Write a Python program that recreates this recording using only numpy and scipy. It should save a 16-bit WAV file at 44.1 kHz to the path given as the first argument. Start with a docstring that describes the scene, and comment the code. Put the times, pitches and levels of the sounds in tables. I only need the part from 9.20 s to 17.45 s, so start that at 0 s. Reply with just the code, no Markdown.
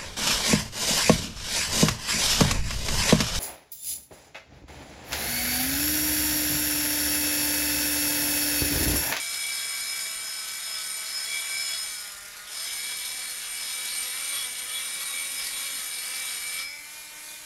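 """A small hand-held electric motor, pressed against the rim of a heavy gyroscope wheel, spins it up.
Its shaft harmonics whir lower under load; the slipping drive tip makes coloured friction noise: scrape and hiss.
The rubbed wheel rings in split modes that beat, with weaker rings of wheel and frame, squeals and dry ticks.
The contact nearly lets go around 3 s; near 7.5 s the motor is lifted off and runs free, hissing softly,
while the wheel rings out by exponential decay. A low room rumble and mains hum lie beneath."""
import sys
import numpy as np
from scipy import signal
from scipy.fft import rfft, irfft, next_fast_len
from scipy.io import wavfile
from scipy.ndimage import uniform_filter1d, map_coordinates

SR = 44100
rng = np.random.default_rng(int(sys.argv[2]) if len(sys.argv) > 2 else 0)


def store_wav(level_fs):
    """Save 16-bit WAV to argv[1]."""
    pcm = np.round(np.clip(np.atleast_2d(level_fs), -1, 1) * 32767)
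    wavfile.write(sys.argv[1], SR, pcm.T.astype(np.int16))


N = 363825

# Motor speed. Each row: time in seconds, shaft speed in Hz.
SHAFT_SPEED = [(0.0, 226.7), (0.23, 230.1), (1.28, 215.8), (1.45, 220.7), (1.58, 214), (2.0, 218.6),
               (2.11, 222.1), (2.46, 223.5), (2.96, 199.9), (3.33, 209.2), (3.49, 230.4), (3.68, 244),
               (4.07, 253.7), (4.32, 235), (4.55, 258.2), (4.69, 246), (4.92, 252), (5.01, 269.6),
               (5.19, 282.7), (5.24, 254.5), (5.26, 252.1), (5.38, 248.5), (5.68, 264.4), (5.74, 276.4),
               (6.52, 272.3), (6.73, 239.6), (7.01, 263.2), (7.19, 238.3), (7.35, 251.2), (7.51, 291.2),
               (7.76, 302.7), (8.25, 304.8)]
# Drive tip on the rim. Each row: time in seconds, friction level in dB,
# level of the dull scrape in dB over its balance with the hiss.
FRICTION = [(0, -40.5, -1), (0.25, -40.5, 0), (0.82, -41.0, -1), (1.05, -43, 1), (1.9, -43.0, 1),
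            (2.17, -41.5, 1), (2.55, -41.5, 1.0), (2.87, -45.5, -1.5), (2.97, -48.5, -1.5),
            (3.25, -50.5, 3.5), (3.38, -43, 0.5), (3.65, -41, 0), (4.25, -42.5, 0.0), (4.6, -40.5, 1.0),
            (5.02, -40.5, 1), (5.17, -40.5, 1.5), (5.35, -42.5, 1), (5.55, -40.5, -0.5), (6.5, -40.5, 0.5),
            (6.8, -42.0, 1), (7.02, -40.5, 1), (7.4, -43, 2)]
# Wheel speed. Each row: time in seconds, turns per second.
WHEEL_SPIN = [(0, 15.3), (2, 17.6), (4, 19.6), (6, 20.8), (7.4, 21.6), (8.25, 21.5)]
# Contact force. Each row: time in seconds, pressure on the rim from 0 (light) to 1 (hard).
PRESSURE = [(0, 0.12), (3.35, 0.072), (3.7, 0.45), (4.1, 0.57), (4.8, 0.89), (5.05, 1), (6.45, 0.95),
            (6.7, 0.76), (7.4, 0.8)]
# Colour of the dull scrape. Each row: frequency in Hz, relative density in dB per Hz.
SCRAPE_COLOUR = [(100, -29), (400, -16), (600, -14.5), (900, -10), (1300, -4), (2000, -5.5), (2550, -6),
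                 (3200, 0.5), (3900, 4), (4700, 0.5), (6000, -3), (8000, -28), (12000, -36), (13000, -64)]
# Colour of the bright hiss. Each row: frequency in Hz, relative density in dB per Hz.
HISS_COLOUR = [(1000, -11.5), (3000, -15), (5500, 1.5), (7000, 4), (8200, 1.5), (9500, 3.5), (10400, 4.5),
               (11300, 5.5), (12300, 1.5), (12750, -2), (13150, -28), (14400, -14.5), (15600, -15),
               (16500, -28)]

LIFT, RELEASE_S = 7.42, 0.068  # (s) the tip starts to leave the rim; time it takes to leave
FIRM_DB = -41.5  # friction level of a firm, even contact
# Each line: dB at firm contact under light pressure, dB per dB of friction, dB added when pressed hard
SCRAPE_DB, SCRAPE_GROWS, SCRAPE_PRESS_DB = -42, 0.98, 0
HISS_DB, HISS_GROWS, HISS_PRESS_DB = -39, 0.93, -0.26
WHIR_DB, WHIR_GROWS, WHIR_PRESS_DB = -44, 0.37, -0.5


def amp(db):
    """Amplitude ratio of a level in dB: twenty decibels to a factor of ten."""
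    return 10 ** (np.asarray(db) / 20)


def unit(x):
    """Normalization to a root-mean-square of 1."""
    return x / np.sqrt(np.mean(np.abs(x) ** 2) + 1e-20)


def curves(rows):
    """Linear interpolation in time: one value per sample for each column after the time."""
    s, *cols = np.transpose(rows)
    t = np.arange(N) / SR
    return [np.interp(t, s, c) for c in cols]


def wobble(rate):
    """Band-limited random fluctuation: a smooth curve of rms 1 through random knots, rate a second."""
    knots = rng.standard_normal(int(N * rate / SR) + 4)
    return unit(map_coordinates(knots, [np.arange(N) * rate / SR], order=2))


def angle(hz):
    """Phase in radians as the running integral of a steady or gliding frequency."""
    return 2 * np.pi * np.cumsum(hz * np.ones(N)) / SR


def filtered(x, response):
    """Linear filtering: the spectrum of x times a response of frequency."""
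    m = next_fast_len(N + 8192)
    return irfft(rfft(x, m) * response(np.fft.rfftfreq(m, 1 / SR)), m)[:N]


def noise(spectrum, patchy_db):
    """Coloured noise of rms 1: random gain patches in time and frequency, then a spectral envelope."""
    z = signal.stft(rng.standard_normal(N), nperseg=512)[2]
    field = rng.standard_normal(z.shape)
    field = uniform_filter1d(field, size=4, axis=0)
    field = uniform_filter1d(field, size=14, axis=1)
    patchy = signal.istft(z * amp(patchy_db * unit(field)), nperseg=512)[1][:N]
    f, db = np.transpose(spectrum)
    return unit(filtered(patchy, lambda hz: amp(np.interp(np.log(hz + 1), np.log(f), db))))


def swing(width, steady):
    """Narrow-band excitation: complex amplitude whose strength and phase wander as fast as width (Hz) allows."""
    count = 16384
    offset = np.fft.fftfreq(count, N / SR / count)
    kicks = rng.standard_normal((2, count))
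    resonance = 1 / (1 + 1j * offset / (.75 * width)) ** 2
    z = np.fft.ifft((kicks[0] + 1j * kicks[1]) * resonance)
    z = unit(z / np.abs(z) ** np.clip(steady, 0, 1))  # friction limits the swing
    return np.interp(np.linspace(0, count - 1, N), np.arange(count), z)


def swell(s, length):
    """Raised-cosine envelope: a smooth hump of height 1 centred on s."""
    return np.cos(np.pi * np.clip((np.arange(N) / SR - s) / length, -.5, .5)) ** 2


def contact():
    """Contact state of the tip: 1 on the rim, falling linearly to 0 as it is lifted."""
    return np.clip(1 - (np.arange(N) / SR - LIFT) / RELEASE_S, 0, 1)


def driven(firm_db, grows, press_db):
    """Friction drive: level in dB of a sound that grows with the friction and shifts with the pressure."""
    return firm_db + grows * (curves(FRICTION)[0] - FIRM_DB) + press_db * curves(PRESSURE)[0]


def scrape_level():
    """Friction drive of the dull scrape: level in dB, plus how roughly the tip bites."""
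    return driven(SCRAPE_DB, SCRAPE_GROWS, SCRAPE_PRESS_DB) + curves(FRICTION)[1]


def room():
    """Background: coloured noise as the low rumble of the room, with pure tones of mains hum."""
    # Rumble colour. Each row: frequency in Hz, relative density in dB per Hz.
    rumble_colour = [(15, -9.5), (31, 3.5), (45, -4.5), (100, -6.5), (300, -12), (600, -9.5), (1500, -9.5),
                     (8000, -30)]
    # Mains hum. Each row: frequency in Hz, rms level in dB.
    hum_tones = [(60, -75.5), (180, -73.5)]
    hum = sum(amp(db) * np.sqrt(2) * np.sin(angle(hz)) for hz, db in hum_tones)
    return amp(-61.5) * noise(rumble_colour, patchy_db=2.5) + hum


def ticks():
    """Impulsive excitation: the tip catches on the rim in short dry bursts of decaying noise."""
    # Catches of the tip. Each row: start in seconds, strength in dB relative to one another.
    catches = [(4.1482, -25), (6.9, -26), (7.001, -25), (7.0564, -24), (7.0723, -25)]
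    t = np.arange(SR // 50) / SR
    bursts = np.zeros(N)
    for s, db in catches:
        decay_db = 60 * t / .004  # 60 dB in 4 ms
        bursts[round(s * SR):][:len(t)] += amp(db - 6 - decay_db)
    return filtered(bursts * rng.standard_normal(N), lambda hz: (hz > 1500) & (hz < 12500))


def free_hiss():
    """Broadband noise of the free motor: off the rim it hisses softly, swelling as it is swung aside."""
    # Swells of the hiss. Each row: time of the height in seconds, length in seconds, lift in dB.
    swings_aside = [(7.769, 0.32, 3), (8.084, 0.36, 3.5)]
    bright_db, dull_db = -46, -51.5  # before the swells
    swell_db = sum(db * swell(s, length) for s, length, db in swings_aside)
    bright = amp(bright_db) * noise(HISS_COLOUR, patchy_db=1.5)
    dull = amp(dull_db) * noise(SCRAPE_COLOUR, patchy_db=4.5)
    return (1 - contact()) * amp(swell_db) * (bright + dull)


def frame():
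    """Forced resonance: weaker rings swell and fade as the tip wanders over the rim and need a firm scrape."""
    # Weaker rings of wheel and frame. Each entry: frequency in Hz.
    ring_hz = [2700, 2933, 4040, 4180, 4322, 5600, 7270, 7719, 9160, 10350, 11183, 11391, 11568, 15460]
    # The same rings. Each row: width in Hz, relative level in dB pressed lightly, the same pressed hard.
    ring_levels = [(51, -5, -1), (43.2, -1.5, 0), (64.815, 0, -11), (54, -24, -7), (15.9, 3, -0.5),
                   (70, 2, -19), (110, 3, -6), (18, -1.5, -16), (60, -17, 9.5), (231.48, 0, -4.5),
                   (26, -16, 1), (35, 1, -15), (28, 1, 5.5), (34, -19, -13)]
    press, = curves(PRESSURE)
    scrape_db = scrape_level()
    rings = np.zeros(N)
    for hz, (width, light_db, hard_db) in zip(ring_hz, ring_levels):
        level_db = light_db + press * (hard_db - light_db) + 1.5 * wobble(7)
        rings += amp(level_db) * np.real(swing(width, steady=0.028) * np.exp(1j * angle(hz)))
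    firm = 1 / (1 + amp(2.7 * (-47 - scrape_db)))  # soft threshold at a scrape of -47 dB
    return amp(scrape_db - 0.03) * firm * contact() * unit(rings)


def wheel():
    """Mode splitting by rotation: waves with and against the spin part, beating faster as the wheel speeds up."""
    # Pitch of the wheel modes. Each row: frequency in Hz, side wave shift in Hz per wheel turn a second.
    mode_pitch = [(2274, 2), (3328, 2), (3768, 2.1), (5137, 4), (6180, 2), (6902, 3.1), (8916, 4.4)]
    # Ring of the same modes. Each row: width in Hz, damping in dB per second once the tip is off,
    # relative levels in dB of the backward, standing and forward wave.
    mode_ring = [(9.35, 14, 1, -12, 5), (11.5, 144, -24, -6, -3), (28, 175, 6, -10, 13),
                 (12.3, 34, 6, 12.5, 10), (28, 116, -20, 2, -18), (29.8, 120, -8, -18, 1),
                 (27.7, 246, 8, 1, 1.5)]
    # Friction drive of the same modes. 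Each row: level in dB at firm contact pressed lightly,
    # the same pressed hard, growth in dB per dB of friction.
    mode_drive = [(-42.5, -45, 2.1), (-48, -50, 1.3), (-49.5, -49, 2), (-38.5, -48.5, 1), (-53, -61, 1.2),
                  (-43.5, -56, .9), (-39, -40, 1.15)]
    # The tip catches a mode, which sings out. Each row: time of the height in seconds, length in seconds,
    # mode frequency in Hz, lift in dB.
    squeals = [(0.273, 0.27, 2274, 7), (.36, 0.13, 5137, 5), (.78, 0.88, 2274, 3), (.82, .12, 6902, 7),
               (1.56, 0.18, 5137, 6), (1.726, 0.25, 8916, 5), (1.97, 0.22, 5137, 7.5),
               (2.159, 0.2, 2274, 9.5), (2.15, .3, 3328, 9.5), (2.39, 0.4, 2274, 8.5),
               (2.41, 0.16, 5137, 8), (2.485, 0.11, 6902, 8), (2.54, .14, 3328, 8),
               (2.622, 0.18, 5137, 3.5), (2.72, .26, 6180, 9), (3.415, .22, 5137, 3.5),
               (3.46, 0.34, 6180, 11), (3.7, 0.15, 3328, 6.5), (3.75, 0.23, 5137, 3), (4.47, 0.28, 5137, 8),
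               (4.79, .14, 8916, 5), (5.12, .22, 8916, 6.5), (5.189, 0.23, 3328, 12),
               (5.573, .12, 3328, 11), (5.9, 0.13, 3768, 8), (5.969, .24, 2274, 6), (6.197, .2, 5137, 7.5),
               (6.36, .14, 3328, 7), (7.433, 0.62, 2274, 10.5), (7.44, 0.31, 5137, 9.5)]
    own_swing = .45  # each wave's own swing against the swing that all three share
    catch_db = -48  # below this friction level the modes barely catch
    turn = angle(curves(WHEEL_SPIN)[0])
    coasting = np.maximum(np.arange(N) / SR - LIFT, 0)  # seconds since the lift
    caught = 1 / (1 + amp(4.9 * (catch_db - curves(FRICTION)[0])))
    out = np.zeros(N)
    for pitch, ring, drive in zip(mode_pitch, mode_ring, mode_drive):
        hz, shift = pitch
        width, damping, *wave_db = ring
        light_db, hard_db, grows = drive
        common = swing(width, steady=0.84)  # one contact feeds all three waves
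        waves = 0
        for way, db in zip((-1, 0, 1), wave_db):
            # running waves are out of step with the standing one: shallow beats
            phase = way * shift * turn + abs(way) * np.pi / 3
            strength = common + own_swing * swing(1.5 * width, steady=0.53)
            waves = waves + amp(db) * strength * np.exp(1j * phase)
        squeal_db = sum(db * swell(s, length) for s, length, mode_hz, db in squeals
                        if abs(mode_hz - hz) < hz / 20)
        wander_db = 0.94 * wobble(9)  # the drive drifts by chance
        level_db = driven(light_db, grows, hard_db - light_db) + squeal_db + wander_db
        tone = unit(np.real(waves * np.exp(1j * angle(hz))))
        out += amp(level_db - damping * coasting) * tone
    return caught * out


def rubbing(shaft):
    """Slip friction: gritty noise modulated by each turn of the tip, with a fainter, slower flutter."""
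    flutter = angle(2 * curves(WHEEL_SPIN)[0])
    grit_db = 1.7 * wobble(900) + 0.94 * np.sin(shaft) + 0.79 * np.sin(flutter)
    grit = unit(amp(grit_db))
    scrape_db = scrape_level() + 1.1 * wobble(22)
    scrape = amp(scrape_db) * noise(SCRAPE_COLOUR, patchy_db=3.5)
    hiss_db = driven(HISS_DB, HISS_GROWS, HISS_PRESS_DB) + 1.1 * wobble(90)
    hiss = amp(hiss_db) * noise(HISS_COLOUR, patchy_db=1.5)
    return contact() * grit * (scrape + hiss)


def motor(shaft):
    """Harmonic source and resonator: load shifts the shaft orders, the housing lifts them; cooling air rushes."""
    # Shaft harmonics. Each row: multiple of the shaft speed, relative level in dB pressed lightly,
    # the same pressed hard, the same running free.
    orders = [(1, -35.5, -24, -18), (2, -32, -19.5, -17.5), (3, -23, -21.5, -11.5), (4, -24, -17.5, -21),
              (5, -22.5, -18.5, -10.5), (6, -16.5, -27, -11.5), (7, -9, -12, -9), (8, -28, -13.5, -3.5),
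              (9, -15.5, -11, -10), (10, -24, -35, -13), (11, -34, -16, -15), (12, -21, -10.5, -11),
              (13, -35, -10, -13), (14, -22, -23, -13), (15, -17, -15, -13)]
    # Resonances of the motor housing. Each row: frequency in Hz, width in Hz, lift in dB.
    housing = [(535, 36, 1.5), (667, 28, 7.5), (1120, 48, 7), (1298, 87, 7), (2050, 130, 7)]
    # Colour of the cooling air. Each row: frequency in Hz, relative density in dB per Hz.
    air_colour = [(200, -26), (600, -11), (1000, -10), (1400, -2.5), (2100, 2), (2500, -4.5), (4000, -17),
                  (10000, -60)]
    free_whir_db, air_db = -51, -2.5  # running free; air before the common motor level
    press, touching = curves(PRESSURE)[0], contact()
    speed, = curves(SHAFT_SPEED)
    whir = np.zeros(N)
    for k, light_db, hard_db, free_db in orders:
        pressed_db = light_db + press * (hard_db - light_db)
        load_db = touching * pressed_db + (1 - touching) * free_db
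        lift_db = sum(db / (1 + (2 * (k * speed - hz) / width) ** 2) for hz, width, db in housing)
        # radians: the shaft runs rougher when pressed
        judder = (0.12 + 0.14 * touching + 0.9 * press * touching) * wobble(40)
        phase = k * shaft + rng.uniform(0, 2 * np.pi) + judder
        whir += amp(load_db + lift_db + 2.53 * wobble(22)) * np.sqrt(2) * np.sin(phase)
    pressed_whir_db = driven(WHIR_DB, WHIR_GROWS, WHIR_PRESS_DB)
    level_db = touching * pressed_whir_db + (1 - touching) * free_whir_db
    return amp(level_db) * (whir + amp(air_db) * noise(air_colour, patchy_db=1.36))


def scene():
    """Superposition of all sources; one turning shaft times both the motor's whir and the rubbing."""
    shaft = angle(curves(SHAFT_SPEED)[0] * (1 + 0.001937 * wobble(30)))
    background = room() + ticks() + free_hiss()
    rings = frame() + wheel()
    return (background + rings + rubbing(shaft) + motor(shaft))[None]


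def record(dry):
    """Band limitation: an ideal low-pass keeps nothing above 15750 Hz."""
    return filtered(dry[0], lambda hz: hz < 15750)[None]


dry = scene()
out = record(dry)
store_wav(out)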